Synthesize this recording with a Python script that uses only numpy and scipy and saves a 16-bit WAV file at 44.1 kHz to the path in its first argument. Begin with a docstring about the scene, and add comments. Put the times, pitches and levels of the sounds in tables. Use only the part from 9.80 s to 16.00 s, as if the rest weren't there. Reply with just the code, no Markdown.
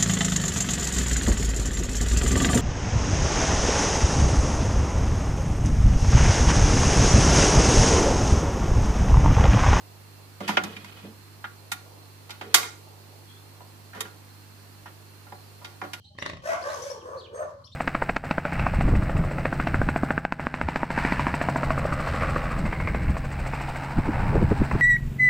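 """A record changer in a wooden cabinet trips, lifts its arm and swings it back to rest, close to a phone.
Cams and levers strike the steel deck: shaped noise bursts over decaying modes, with a diffuse room tail.
Between blows parts slide, as noise through resonances, and a faint squeak glides up in pitch.
Behind, the motor hums, strongest at twice the mains rate, over bearing whine, rumble and microphone hiss."""
import sys
import numpy as np
from scipy import signal
from scipy.fft import rfft, irfft
from scipy.io import wavfile
from scipy.ndimage import uniform_filter1d

SR = 44100
rng = np.random.default_rng(int(sys.argv[2]) if len(sys.argv) > 2 else 0)


def bounce(signal):
    """Save signal as a 16-bit WAV file at the path given by the first command-line argument."""
    frames = np.transpose(np.atleast_2d(signal))
    limited = np.clip(frames, -1, 1)
    pcm = np.round(limited * 32767).astype(np.int16)
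    wavfile.write(sys.argv[1], SR, pcm)


N = 273420
T = np.arange(N) / SR  # seconds

# Blows on the deck. Each row: start in seconds, level at the knee in dB before the deck's bass loss,
# knee in Hz, fall below it in dB per octave, fall above it in dB per octave (negative falls are rises),
# cabinet boom in the lowest band in dB, rattle length in seconds, room feed in dB against the direct sound.
BLOWS = [(0.603, -37, 800, -11, 5, -44, 0.017, -17), (0.677, -30, 2690, 5.5, 6, -52, 0.025, -10),
         (0.689, -25, 890, 10, 6, -29.5, 0.018, -16.5), (0.758, -57, 1900, 3, 7, -54, 0.015, -17),
         (0.769, -20, 2580, 0, 15, -38, 0.01, -20), (0.8353, -38.5, 4400, 0.5, 2, -34.5, 0.01, -13.5),
         (0.964, -39, 2500, 11, 11, -49, 0.0083, -24), (1.043, -46.5, 2500, 3, 4.5, -55, 0.011, -20),
         (1.247, -41.5, 450, 4, 11, -42, 0.014, -18), (1.64, -33, 1600, 8, 14.5, -58, .016, -17.5),
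         (1.916, -30.5, 1720, 7, 1, -52, 0.012, -17), (2.493, -48, 2490, -0.5, 4, -66, 0.02, -9.5),
         (2.504, -37, 3360, 12.5, 8, -65, .011, -17), (2.61, -40.5, 2500, -1.5, 9.5, -55, 0.013, -12),
         (2.7418, -11, 3940, 4.5, 1, -55, 0.017, -16.5), (2.826, -38.5, 2530, 5.5, 13, -68, 0.012, -2.5),
         (3.804, -47.5, 860, -1, 11, -70, 0.018, -13), (4.131, -44, 1500, 11, 15, -65, 0.015, -11),
         (4.146, -48.5, 1800, -1.5, 6, -64, 0.029, -3), (4.205, -31.5, 5000, 3, 1, -70, 0.0086, -18),
         (4.251, -45, 1610, 6, 11, -70, 0.011, -10), (5.057, -42.5, 1300, 3, 10, -59, 0.025, -19),
         (5.466, -53.5, 1500, -1.5, 11, -75, .016, -19), (5.521, -40, 900, -0.5, 10, -54.5, .011, -13),
         (5.813, -55.5, 1100, -4, 9, -64, 0.017, -4), (5.845, -40.5, 3650, 3, 9.5, -74, 0.011, -11),
         (6.014, -34, 1440, -0.3, 11.5, -55, .011, -12), (6.034, -34, 495, -3, 7, -50, 0.026, -18),
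         (6.132, -35.5, 2500, 5, 4, -59.5, 0.012, -17)]
# Edges of the bands in which each blow is levelled, in Hz.
BAND_EDGES_HZ = [150, 330, 650, 1250, 2000, 3200, 6000, 15000]
# Ringing modes of the steel deck. Each row: nominal pitch in Hz, nominal strength in dB, T60 in seconds.
DECK_MODES = [(581, -3.5, 0.16), (738, 0, 0.17), (830, 11, 0.062), (980, 13, 0.034), (1135, -5, 0.19),
              (1422, 2.5, .13), (1658, 10.5, 0.022), (1870, -3, 0.11), (2140, 0.5, 0.057), (2402, 3, 0.075),
              (3100, -2, 0.042), (3220, -1, 0.036), (3725, 2, 0.1), (4690, 6.5, 0.037)]
# Modes of the wooden cabinet. Each row: nominal pitch in Hz, nominal strength in dB, T60 in seconds.
CABINET_MODES = [(70.4, -9.5, .15), (171, -6.5, 0.68), (208.6, 10.5, 0.11), (295.6, -2, 0.24),
                 (360, -4.5, 0.21), (435, -3.5, 0.11)]
# Cam and levers sliding, and the low cabinet thump at 1.247 s. 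Each row: start of full level in seconds,
# length held in seconds, nominal levels of scrape, cabinet rumble and arm post groan in dB.
SLIDES_AND_THUMP = [(.63, .27, -46, -43, -55), (0.934, 0.3, -51, -56.5, -78), (1.247, .03, -66, -45, -58),
                    (2.53, .02, -58, -70, -72), (2.62, 0.23, -56.5, -58.5, -48),
                    (4.169, 0.064, -53.5, -50.5, -46.5)]
# Lever resonances in the scrape. Each row: pitch in Hz, width in Hz, gain in dB.
SCRAPE_PEAKS = [(1365, 26, 0), (2000, 170, -11), (2514, 47, 0.5), (2980, 16, 3.5), (3240, 240, -6.5),
                (3690, 93, -15), (4700, 51, -11)]
# Resonances of the groaning arm post. Each row: pitch in Hz, width in Hz, gain in dB.
GROAN_PEAKS = [(366, 47, -10), (433, 42, -1.5)]
# Path of the faint squeak. Each row: time in seconds, pitch in Hz, nominal level in dB.
SQUEAK_PATH = [(3.45, 3200, -72), (3.49, 3300, -53), (3.56, 3380, -54), (3.629, 3600, -64)]
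# Motor hum. Each row: multiple of the mains rate, nominal level in dB rms.
HUM_PARTIALS = [(1, -95.5), (2, -51), (3, -63), (4, -68.5), (6, -72.5), (7, -71), (8, -72)]
# Bearing whine. Each row: pitch in Hz, width in Hz, gain in dB.
WHINE_PEAKS = [(890, 76, -10), (2694, 40, -2.5), (4190, 14, 5.5), (4290, 19, -1.5), (4540, 13, 2),
               (4920, 14, -1), (5700, 23, -4.5), (4160, 310, -15)]
# Spectrum of the rumble and hiss. Each row: frequency in Hz, relative density in dB per Hz.
FLOOR_SPECTRUM = [(20, -20), (45, -11.5), (70, -5.5), (130, -19), (200, -7), (300, -4), (574, -10),
                  (874, -8.5), (1490, -13), (3000, -17), (4250, -18.5), (6110, -21), (13900, -20)]
# Likeness of the two microphone ports. Each row: frequency in Hz, likeness from 0 to 1.
PORT_LIKENESS = [(30, 0.6), (60, 0.96), (130, 0.5), (290, 0.62), (640, 0.25), (1400, 0)]

RING_DB = -16.5  # ringing against rattle
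BOOM_FALL_DB = 19  # per octave above the lowest band
DECK_LOW_HZ, DECK_LOSS_DB = 806, 11.5  # the thin deck radiates poorly below this; loss per octave
ROOM_T60_S = 0.32
SLIDE_ATTACK_S, SLIDE_RELEASE_T60_S = 0.023, 0.3
MAINS_HZ = 49.978
HUM_LEFT_LEAD = 0.26  # radians per multiple
DUCK_ABOVE_DB, DUCK_POWER = -16, 0.6
TOP_HZ = 14900


def undb(db):
    """Decibels to amplitude."""
    return 10 ** (np.asarray(db) / 20)


def level(x, db):
    """Set the overall rms level."""
    return x * undb(db) / np.sqrt(np.mean(x ** 2))


def pan(db):
    """Gains for the left and right ports; db is left minus right."""
    return undb(np.array([[db], [-db]]) / 2)


def band(x, lo_hz, hi_hz):
    """Pass only the sound between two frequencies."""
    return signal.sosfilt(signal.butter(3, [lo_hz, hi_hz], "band", fs=SR, output="sos"), x)


def fade(t, t60):
    """Exponential decay that loses 60 dB in t60 seconds."""
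    return np.exp(-np.log(1000) * t / t60)


def walk(rate):
    """Random levels held 1 / rate s and smoothed twice."""
    k = int(SR / rate)
    held = np.repeat(rng.standard_normal(N // k + 1), k)
    return 1.03 * uniform_filter1d(uniform_filter1d(held, k), k)[:N]


def resonate(peaks):
    """Two unrelated noises through narrow resonances."""
    x = rng.standard_normal((2, N))
    return sum(undb(db) * signal.lfilter(*signal.iirpeak(hz, hz / w, SR), x) for hz, w, db in peaks)


def ring_modes(t):
    """Deck and cabinet modes decay as sines, with new strengths and slightly new pitches each blow."""
    hz, mode_db, t60 = np.transpose(CABINET_MODES + DECK_MODES)[:, :, None]
    gain = undb(mode_db + 2.5 * rng.standard_normal(hz.shape))
    here_hz = hz * (1 + 0.0061 * rng.standard_normal(hz.shape))
    # long waves reach both ports alike, short ones by unrelated paths
    port_phase = np.minimum(hz / 900, 4) * rng.standard_normal((2, len(hz), 1))
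    phase = 2 * np.pi * rng.random(hz.shape) + port_phase
    return np.sum(gain * np.sin(2 * np.pi * here_hz * t + phase) * fade(t, t60), axis=1)


def rattle_burst(t, rattle_s):
    """Echoes between the cabinet walls hold the noise up a little at first, then it drops."""
    noise = rng.standard_normal((3, len(t)))
    shared = band(noise[2] - noise[:2] / 2, 100, 1000)  # low part mostly common to both ports
    return (noise[:2] + shared) * np.exp(-(t / rattle_s) ** 1.17)


def blows():
    """Each blow rattles briefly and rings the modes, levelled by band; returns direct sound and room feed."""
    near, far = np.zeros((2, N + SR)), np.zeros((2, N + SR))
    t = np.arange(SR // 4) / SR
    centres = np.sqrt(np.multiply(BAND_EDGES_HZ[:-1], BAND_EDGES_HZ[1:]))
    deck_loss = undb(DECK_LOSS_DB * np.minimum(np.log2(centres / DECK_LOW_HZ), 0))
    for s, top_db, top_hz, below_db, above_db, boom_db, rattle_s, room_db in BLOWS:
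        octaves = np.log2(centres / top_hz)
        slope_db = np.where(octaves < 0, -below_db, above_db)
        strike = undb(top_db - slope_db * octaves) * deck_loss
        boom = undb(boom_db - BOOM_FALL_DB * np.log2(centres / centres[0]))
        hit = undb(RING_DB) * ring_modes(t) + rattle_burst(t, rattle_s)
        hit = hit * (1 - np.exp(-t / 0.0016))  # soft onset
        hit = signal.lfilter(*signal.butter(1, 7000, fs=SR), hit)
        at = slice(int(s * SR), int(s * SR) + len(t))
        for lo, hi, size in zip(BAND_EDGES_HZ, BAND_EDGES_HZ[1:], np.hypot(strike, boom)):
            part = band(hit, lo, hi)
            # level each port by its first 1/70 s
            part = part / np.sqrt(np.mean(part[:, :SR // 70] ** 2, axis=1, keepdims=True))
            near[:, at] += size * pan(-3.5) * part
            far[:, at] += size * undb(room_db) * part
    return near[:, :N], far[:, :N]


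def room(x):
    """Diffuse tail of decaying noise, different at each port; the highest treble dies sooner."""
    t = np.arange(SR // 2) / SR
    noise = rng.standard_normal((2, len(t))) * (1 - np.exp(-t / 0.0017))
    low = band(noise, 250, 3000) * fade(t, ROOM_T60_S)
    high = band(noise, 2130, 9700) * fade(t, 1.045 * ROOM_T60_S)
    top = band(noise, 6960, 21800) * fade(t, 0.75 * ROOM_T60_S)
    tail = (low + high + top) / np.sqrt(np.sum(low[0] ** 2))
    return signal.fftconvolve(x, tail, axes=1)[:, :N] * pan(-2.0)


def slides_and_thump():
    """Stick-slip scrape through lever resonances, a low groan, and rumble or thump in the cabinet's modes."""
    s, length, *layer_db = np.transpose(SLIDES_AND_THUMP)[:, :, None]
    attack = np.clip(1 + (T - s) / SLIDE_ATTACK_S, 0, 1) ** 2  # rises just ahead of the start
    shape = attack * fade(np.maximum(T - s - length, 0), SLIDE_RELEASE_T60_S)
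    scrape_gain, rumble_gain, groan_gain = (np.sum(undb(db) * shape, axis=0) for db in layer_db)

    broad = undb(-9.5) * band(rng.standard_normal((2, N)), 480, 2700)
    scrape = level(resonate(SCRAPE_PEAKS) + broad, 0)
    flicker = undb(2.0 * walk(29.94) + 2.5 * walk(150))
    rumble = level(resonate([(hz, 25, db) for hz, db, _ in CABINET_MODES])[0], 0)
    rumble = band(rumble, 55, 900)
    groan = level(band(resonate(GROAN_PEAKS)[0], 254, 600), 0)
    return (scrape * scrape_gain * flicker + groan * groan_gain + rumble * rumble_gain) * pan(-3.0)


def squeak():
    """A gliding sine, its strength scrambled by smoothed noise into a breathy narrow band."""
    s, hz, db = np.transpose(SQUEAK_PATH)
    turns = np.cumsum(np.interp(T, s, hz)) / SR
    breath = np.array([walk(400), walk(400)])
    return breath * np.sin(2 * np.pi * turns) * undb(np.interp(T, s, db, -120, -120)) * pan(1.8)


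def motor():
    """Mains multiples, nearly steady, and the whine of bearings as noise through narrow resonances."""
    lead = np.array([[HUM_LEFT_LEAD], [0]])
    angle = 2 * np.pi * MAINS_HZ * T + lead
    hum = sum(np.sqrt(2) * undb(db + 0.2 * walk(7.6)) * np.sin(k * angle) for k, db in HUM_PARTIALS)
    whine = level(resonate(WHINE_PEAKS), -63)
    return hum * pan(-2.5) + whine * pan(-7.5)


def floor():
    """Shaped noise: motor rumble largely shared by both ports, and hiss of their own; the mids flicker."""
    f = np.maximum(np.arange(N // 2 + 1) * SR / N, 1)

    def at(table):
        """Read a table along log frequency."""
        table_hz, value = np.transpose(table)
        return np.interp(np.log(f), np.log(table_hz), value)

    alike = np.clip(at(PORT_LIKENESS), 0, 1)
    noise = rfft(rng.standard_normal((2, N))) * undb(at(FLOOR_SPECTRUM))
    mid, side = noise * np.sqrt([1 + alike, 1 - alike])
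    out = irfft(np.array([mid + side, mid - side]), N)
    out = out + band(out, 256, 1460) * (undb(2.5 * walk(11.0)) - 1)
    return level(out, -52) * pan(-3)


def scene():
    """The changer at work, its room, and the background."""
    near, far = blows()
    return near + room(far) + slides_and_thump() + squeak() + motor() + floor()


def record(dry):
    """The phone turns loud moments down after a short lag, clips peaks, and cuts deep bass and the top."""
    step = 1 / (0.006 * SR)  # 6 ms
    loud = np.abs(dry).max(axis=0)
    for _ in range(2):  # a sluggish level detector
        loud = signal.lfilter([step], [1, step - 1], loud)
    gain = np.minimum(1, undb(DUCK_ABOVE_DB) / (loud + 1e-9)) ** DUCK_POWER
    clipped = np.clip(dry * gain, -0.95, 0.95)
    thin = signal.sosfilt(signal.butter(2, 45, "high", fs=SR, output="sos"), clipped)
    return signal.sosfilt(signal.ellip(10, 0.2, 75, TOP_HZ, fs=SR, output="sos"), thin)


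dry = scene()
out = record(dry)
bounce(out)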